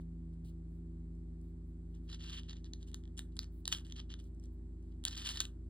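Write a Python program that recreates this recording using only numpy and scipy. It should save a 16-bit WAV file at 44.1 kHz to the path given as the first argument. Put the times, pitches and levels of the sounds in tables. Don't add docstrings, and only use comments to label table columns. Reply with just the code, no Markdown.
import sys
import numpy as np
from scipy import signal
from scipy.fft import rfft, irfft, next_fast_len
from scipy.io import wavfile
from scipy.ndimage import uniform_filter1d

SR = 44100
rng = np.random.default_rng(int(sys.argv[2]) if len(sys.argv) > 2 else 0)


def how_loud(loudness_db):
    steps = np.asarray(loudness_db, float) / 20
    return 10 ** steps


def store_wav(level_fs):
    pcm = np.round(np.clip(np.atleast_2d(level_fs), -1, 1) * 32767)
    wavfile.write(sys.argv[1], SR, pcm.T.astype(np.int16))


N = 250929

# (start [s], length [s], entry level [dB], exit level [dB])
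SLIDE_EVENTS = [(1.937, 0.031, -77, -83), (2.068, 0.016, -86, -77), (2.085, 0.063, -67, -56.5),
                (2.186, 0.12, -65, -58), (2.311, 0.082, -56.5, -56.5), (2.43, 0.064, -73, -82),
                (2.48, 0.051, -61.5, -67.5), (2.551, 0.046, -68, -80.5), (2.644, .029, -65, -77.5),
                (2.778, 0.055, -89, -75), (2.865, 0.065, -69, -92), (3.167, 0.025, -71, -57),
                (3.398, 0.04, -72, -67.5), (3.662, 0.088, -71, -63.5), (3.711, 0.02, -51, -44.5),
                (3.752, 0.055, -56, -71), (3.842, .074, -73.5, -76), (3.952, 0.046, -62.5, -58.5),
                (4.09, 0.034, -65.5, -62), (4.185, .018, -64, -70), (3.313, 0.0149, -80, -84.5),
                (4.911, 0.015, -80, -84), (5.046, 0.031, -69, -46.5), (5.109, 0.042, -51.5, -59),
                (5.161, 0.084, -51.5, -57.5), (5.243, 0.035, -51, -46), (5.284, 0.027, -51, -47),
                (5.309, 0.073, -60, -54), (5.396, 0.015, -47, -46), (5.43, 0.017, -70, -58.5)]
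# (time [s], ring [Hz])
BEAD_PITCH = [(2.1, 3900), (2.25, 3100), (2.42, 3200), (2.5, 3800), (2.8, 3800), (3.15, 3200), (3.4, 4100),
              (3.75, 3100), (4.2, 3250), (5.05, 3900), (5.25, 3700), (5.45, 3800)]


def evened(x):
    return x / np.sqrt(np.mean(x ** 2) + 1e-20)


def read(points, hz):
    f, value = np.transpose(points)
    return np.interp(np.log(hz + 1), np.log(f + 1), value)


def along(curve, s):
    return np.interp(s, *np.transpose(curve))


def add(mix, s, sound):
    part = mix[round(s * SR):][:len(sound)]
    part += sound[:len(part)]


def colour(x, points):
    log_gain = np.log(how_loud(read(points, abs(np.fft.fftfreq(4096, 1 / SR)))))
    taps = np.fft.ifft(np.exp(np.conj(signal.hilbert(log_gain)))).real[:1024]
    return signal.oaconvolve(x, taps / np.linalg.norm(taps))[:N]


def drift(per_s):
    t = np.arange(0, N + 256, 256) / SR
    rates = np.geomspace(.6, per_s, num=20)
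    wander = sum(np.sin(2 * np.pi * (f * t + rng.random())) / np.sqrt(f) for f in rates)
    return np.interp(np.arange(N) / SR, t, evened(wander))


def machines(waver_db=.45, waver_turns=.02):
    steady_hz = 54.75
    # (multiple of the shaft, level [dB])
    steady_orders = [(1, -48), (1.35, -67), (6, -65.5), (7, -69.5)]
    # (time [s], shaft speed [Hz])
    shaft_speed = [(0, 20.76), (2.8, 20.66), (5.69, 20.61)]
    # (multiple of the shaft, first level [dB], last level [dB])
    slowing_orders = [(4, -55, -55.5), (6, -72.5, -62.5), (8, -50, -65.5), (9, -72, -65), (12, -61.5, -64),
                      (15, -72, -71), (16, -71, -83.5)]
    t = np.arange(N) / SR
    slowing_turns = np.cumsum(np.interp(t, *np.transpose(shaft_speed))) / SR
    lines = [(k * steady_hz * t, db + 0 * t, k) for k, db in steady_orders]
    for k, first, last in slowing_orders:
        lines.append((k * slowing_turns, first + (last - first) * t / t[-1], k / 3))
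    hum = np.zeros(N)
    for turns, db, k in lines:
        level = how_loud(db + waver_db * np.sqrt(k) * drift(11.0))
        phase = turns + rng.random() + waver_turns * k * drift(3.0)
        hum += np.sqrt(2) * level * np.sin(2 * np.pi * phase)
    return hum


def air(level_db=-61.5, patchy_db=0.1):
    # (frequency [Hz], level per Hz [dB])
    air_spectrum = [(25, -22.5), (45, -10.5), (57, 4), (110, -0.5), (200, -8.5), (245, 1.5), (300, -7),
                    (420, -16.5), (600, -21.5), (1100, -30.5), (2300, -40), (5500, -43.5), (7800, -40),
                    (10000, -49.5), (11700, -49), (12400, -63)]
    # (frequency [Hz], correlation [0 to 1])
    likeness = [(60, .999), (300, 0.92), (600, 0.18), (1000, 0.1), (1800, 0.49), (5000, 1), (9000, 0.82),
                (15000, 0.27)]
    frames, hz = N // 512 + 5, np.fft.rfftfreq(2048, 1 / SR)
    a, b, c, d, patches = rng.standard_normal((frames, 1025, 5)).T
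    patches = uniform_filter1d(patches, size=40, axis=0)
    patches = evened(uniform_filter1d(patches, size=6, axis=1))
    same = np.clip(read(likeness, hz), -1, 1)[:, None]
    left, other = a + 1j * b, c + 1j * d
    z = np.array([left, same * left + np.sqrt(1 - same ** 2) * other])
    z *= how_loud(read(air_spectrum, hz)[:, None] + patchy_db * patches)
    return how_loud(level_db) * evened(signal.istft(z, nperseg=2048, noverlap=1536)[1][:, :N])


def press(s, length, entry_db, exit_db, rise_s=0.011, fall_db_per_s=900):
    t = np.arange(round((length + 0.055) * SR)) / SR
    db = np.interp(t, [0, length], [entry_db, exit_db]) - fall_db_per_s * np.maximum(t - length, 0)
    return how_loud(db) * np.sin(np.pi / 2 * np.minimum(t / rise_s, 1)) ** 2


def brushes():
    # (start [s], length [s], level [dB], fizz level [dB])
    brush_events = [(0, 0.015, -77.5, -83), (0.322, 0.017, -84, -99), (0.439, 0.059, -73.5, -80),
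                    (0.697, 0.086, -93.5, -91), (1.14, 0.055, -96, -100), (1.398, 0.11, -95, -90),
                    (1.658, 0.053, -99, -91), (1.894, 0.091, -91, -93), (2.028, .05, -87, -91),
                    (3.512, 0.097, -90, -80), (4.212, 0.063, -80.5, -86), (4.42, 0.039, -76.5, -92),
                    (4.519, 0.024, -99, -84.5), (4.815, 0.098, -91, -99)]
    # (frequency [Hz], level [dB])
    skin_spectrum = [(1500, -33), (2400, -12), (3000, 1), (4200, 0.5), (5000, -4.5), (6500, -5), (8000, -7),
                     (11000, -9), (14000, -15.5)]
    # (frequency [Hz], level [dB])
    fizz_spectrum = [(7000, -31), (11000, 1.5), (13500, 1), (15600, -1.5), (16500, -23.5)]
    force = np.zeros((2, N))
    for s, length, db, fizz_db in brush_events:
        add(force[0], s, press(s, length, db, db))
        add(force[1], s, press(s, length, fizz_db, fizz_db))
    skin, fizz = force * rng.standard_normal((2, N))
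    return colour(skin, skin_spectrum) + colour(fizz, fizz_spectrum)


def blows():
    # (time [s], blow [dB], ring [Hz], glassy edge above the blow [dB])
    drop_events = [(2.4952, -42, 3780, -35), (2.6441, -50.5, 3900, -15.5), (2.735, -38, 4060, -17.5),
                   (2.944, -39.5, 3750, -6.5), (3.1823, -54.5, 3600, 4.5), (3.1923, -34.5, 3760, -4.5),
                   (3.3677, -46.5, 3450, -8), (3.3912, -27, 4210, -12.5), (3.443, -50, 4340, -13.5),
                   (3.655, -35, 3860, -13.5), (3.6775, -32, 3330, -4.5), (3.6786, -28, 3850, -7),
                   (3.7196, -42.5, 3580, -2), (3.7259, -24, 3110, -22.5), (3.7292, -31, 3030, -4),
                   (3.7485, -38, 3350, -14.5), (3.9231, -41.5, 3300, -14.5), (4.001, -44, 3000, -24),
                   (4.1398, -43.5, 3476, -18), (5.0393, -45.5, 3360, -3), (5.052, -26, 3720, 0),
                   (5.0822, -31.5, 4400, -13.5), (5.1902, -48.5, 3100, -18.5), (5.1773, -36.5, 4700, -11.5),
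                   (5.2905, -34, 4360, -19), (5.3722, -32.5, 4000, -18), (5.4037, -21, 3730, -10.5),
                   (5.4069, -33, 3960, 0.5), (5.4149, -44.5, 3720, 3.5), (5.3932, -42, 3600, -31)]
    # (time [s], blow [dB], glassy edge above the blow [dB])
    tick_events = [(2.101, -57, -23), (2.4337, -53.5, -21), (2.5096, -49, -25), (2.5318, -48, -25),
                   (2.5689, -54, -35), (2.655, -56, -21), (2.8286, -53.5, -21), (2.916, -61, -7),
                   (2.932, -62, -12), (3.0377, -59.5, -14), (3.0544, -60.5, -26), (3.077, -61, -22),
                   (3.1768, -62, 9), (3.2192, -60, -16), (3.3717, -51, -10), (3.415, -56, -13),
                   (3.4313, -49, -16.5), (3.7754, -55, -2.5), (3.7848, -52, -7), (3.8672, -55, -13),
                   (3.8992, -53.5, -18), (3.9102, -57, -13), (3.9635, -50, -21), (3.9951, -45.5, -26),
                   (4.103, -50, -20), (4.2, -55, -10.5), (5.1098, -46, -13), (5.1555, -47.5, -5),
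                   (5.358, -37, -13), (5.453, -40, -10.5)]
    # (time [s], blow [dB])
    ping_events = [(0.338, -89), (0.7511, -88), (1.1522, -79.5), (1.4142, -78), (1.951, -74.5),
                   (3.1696, -65), (3.3564, -74), (4.2413, -72.5), (4.348, -76.5), (4.398, -70.5),
                   (4.4392, -68.5), (4.4568, -72.5), (4.8272, -78)]
    ping_hz, ping_edge_db = 7500, 1.5
    trip_gap_s, trip_db, trip_spread_db, trip_edge_db = .016, 3.5, 1, -18.5
    knock_db, knock_softer = -14.5, 0.23
    rows = drop_events + [(s, db, along(BEAD_PITCH, s), edge_db) for s, db, edge_db in tick_events]
    rows += [(s, db, ping_hz, ping_edge_db) for s, db in ping_events]
    chances = rng.standard_normal((len(SLIDE_EVENTS), 12, 3))
    for (s, length, entry_db, exit_db), luck in zip(SLIDE_EVENTS, chances):
        times = np.cumsum(trip_gap_s * np.exp(.5 * luck[:, 0]))
        for t, (_, b, c) in zip(times, luck):
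            db = entry_db + (exit_db - entry_db) * t / length + trip_db + trip_spread_db * b
            db = db if t < length else -150
            rows.append((s + t, db, along(BEAD_PITCH, s) * (1 + .07 * c), trip_edge_db + 5 * c))
    rows = np.array(rows)
    knocks = knock_db - knock_softer * np.maximum(rows[:, 1] + 45, 0)
    return np.column_stack([rows, knocks])


def taps(crack=0.69, snap=3.1, knock_t60=0.0056):
    ring_t60, crack_t60, edge_t60, rise_s = .0035, .0035, .0019, .00015
    edge_snap, knock_snap = 4.2, 6.6
    t, drive = np.arange(400) / SR, np.zeros((3, N))
    strikes = blows()
    rattles = rng.standard_normal((len(strikes), 3, 400))
    rattles[:, :, 6] = snap, edge_snap, knock_snap
    rise = 1 - np.exp(-t / rise_s)
    for (s, blow_db, hz, edge_db, knock_db), rattle in zip(strikes, rattles):
        ring = np.sin(2 * np.pi * hz * t) * how_loud(-60 * t / ring_t60)
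        body = 0.9 * ring + crack * rattle[0] * how_loud(-60 * t / crack_t60)
        add(drive[0], s, how_loud(blow_db + 5) * rise * body)
        soft = np.clip((-40 - blow_db) / 20, -.35, 1)
        smoothing = np.convolve([1, soft], [1, soft]) / (1 + abs(soft)) ** 1.5
        edge = signal.lfilter(smoothing, 1, rattle[1])
        edge = edge * how_loud(-60 * t / (edge_t60 * (1 + 0.88 * max(soft, 0))))
        add(drive[1], s, how_loud(blow_db + edge_db + 12.5) * rise * edge)
        knock = rattle[2] * how_loud(-60 * t / knock_t60)
        add(drive[2], s, how_loud(blow_db + knock_db + 4.5) * rise * knock)
    return drive


def thud():
    # time [s], level [dB], final pitch [Hz], t60 [s]
    landing = (.452, -39, 85, .05)
    s, db, hz, t60 = landing
    t, out = np.arange(SR // 4) / SR, np.zeros(N)
    turns = hz * (t + .006 * (1 - np.exp(-t / .004)))
    add(out, s, how_loud(db - 60 * t / t60) * (1 - np.exp(-t / .001)) * np.sin(2 * np.pi * turns))
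    return out


def catches(per_s, spread_db):
    sizes = how_loud(spread_db * np.minimum(rng.exponential(1, N), 4)) * rng.choice([-1., 1.], N)
    return evened(sizes * (rng.random(N) < per_s / SR))


def slides(clump_db=2.3, broad=.6, hiss=.6, cycles=2.2, board_db=-9):
    # (time [s], level above the cloth [dB])
    bare_glass = [(2, -11), (2.3, -10), (2.55, -13.5), (2.87, 2), (3.3, -9.5), (3.7, -3), (3.85, -4.5),
                  (4.05, -19.5), (4.2, -3), (5.07, -10.5), (5.26, -2.5), (5.44, -9.5)]
    large_hz, small_hz = 2720, 4700
    t = np.arange(200) / SR
    rings = []
    for hz in np.geomspace(2800, 4800, num=8):
        ring = np.sin(2 * np.pi * hz * t) * np.exp(-hz * t / cycles)
        rings.append(signal.oaconvolve(catches(330, 1.4), ring)[:N])
    glass = catches(3000, 0.92) + hiss * rng.standard_normal(N)
    clumps = uniform_filter1d(rng.standard_normal(N), size=160)
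    clumps = evened(uniform_filter1d(clumps, size=160))
    force, small = np.zeros((2, N)), np.zeros(N)
    for s, length, entry_db, exit_db in SLIDE_EVENTS:
        edge_db = along(bare_glass, s)
        share = (along(BEAD_PITCH, s) - large_hz) / (small_hz - large_hz)
        add(force[0], s, press(s, length, entry_db, exit_db))
        add(force[1], s, press(s, length, entry_db + edge_db, exit_db + edge_db))
        small[round(s * SR):] = np.clip(share, 0, 1)
    large_rings, small_rings = evened(sum(rings[:4])), evened(sum(rings[4:]))
    cloth = np.sqrt(1 - small) * large_rings + np.sqrt(small) * small_rings + broad * catches(5000, 3.6)
    grains = [evened(g * how_loud(clump_db * clumps)) for g in (cloth, glass, catches(4000, 1.8))]
    return np.array([force[0], force[1], force[0] * how_loud(board_db)]) * grains


def room(x, own=0.12):
    # (frequency [Hz], t60 [s])
    decay = [(500, 0.48), (2000, 0.19), (4000, 0.15), (8000, 0.17), (15000, 0.22)]
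    train = np.zeros((3, SR // 2))
    at = np.arange(240, SR // 2 - 20, 20) + rng.integers(0, 20, (3, (SR // 2 - 241) // 20))
    np.put_along_axis(train, at, rng.choice([-1., 1.], at.shape), 1)
    hz, t, z = signal.stft(train[0] + own * train[1:], SR, nperseg=256)
    tail = signal.istft(z * how_loud(-60 * t / read(decay, hz)[:, None]), SR, nperseg=256)[1]
    return signal.fftconvolve(x[None], tail / np.linalg.norm(tail[0]), axes=1)[:, :N]


def scene():
    # (frequency [Hz], level [dB])
    cloth_body = [(1500, -22), (2350, -11.5), (3000, 0), (4200, -5), (5000, -5.5), (6500, 1.5),
                  (9000, -39.5)]
    # (frequency [Hz], level [dB])
    glass_body = [(3000, -30.5), (5500, 1.5), (7000, 3), (9000, -2.5), (11000, -4.5), (13500, -7.5),
                  (15800, -16.5), (16400, -33.5)]
    # (frequency [Hz], level [dB])
    board_body = [(400, -37.5), (750, -6), (1100, -3.5), (1850, 3.5), (2400, -13.5), (3200, -37.5)]
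    drives = slides() + taps()
    beads = brushes()
    for drive, body in zip(drives, (cloth_body, glass_body, board_body)):
        beads = beads + colour(drive, body)
    return beads + how_loud(-12.5) * room(beads) + thud() + machines() + air()


def roll_off(x):
    return signal.sosfilt(signal.butter(12, 16960, fs=SR, output="sos"), x)


def record(dry):
    # (frequency [Hz], lead [rad])
    left_lead = [(0, 0), (100, -.04), (330, -.4), (1700, -.25), (2150, .3), (2600, 2.1), (2900, 2.1),
                 (4100, .65), (4500, .9), (5800, 3), (8700, 6.2), (9500, 6.4), (11800, 9.15), (13000, 9.85),
                 (15200, 12.5)]
    # (frequency [Hz], level [dB])
    left_lean = [(80, 0), (200, -.8), (400, -1.2), (700, .6), (1400, 0)]
    size = next_fast_len(N + 2048)
    hz = np.fft.rfftfreq(size, 1 / SR)
    dry = dry * np.minimum(np.arange(N) / 10, 1)
    sides = np.array([[.5], [-.5]])
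    phase = np.interp(hz, *np.transpose(left_lead)) * (sides - .5)
    turn = np.exp(1j * phase) * how_loud(read(left_lean, hz) * sides)
    turn *= how_loud(np.interp(hz, [15900, 16200], [0, -12]))
    mix = irfft(rfft(dry, size) * turn, size)[:, :N]
    return roll_off(mix)


dry = scene()
out = record(dry)
store_wav(out)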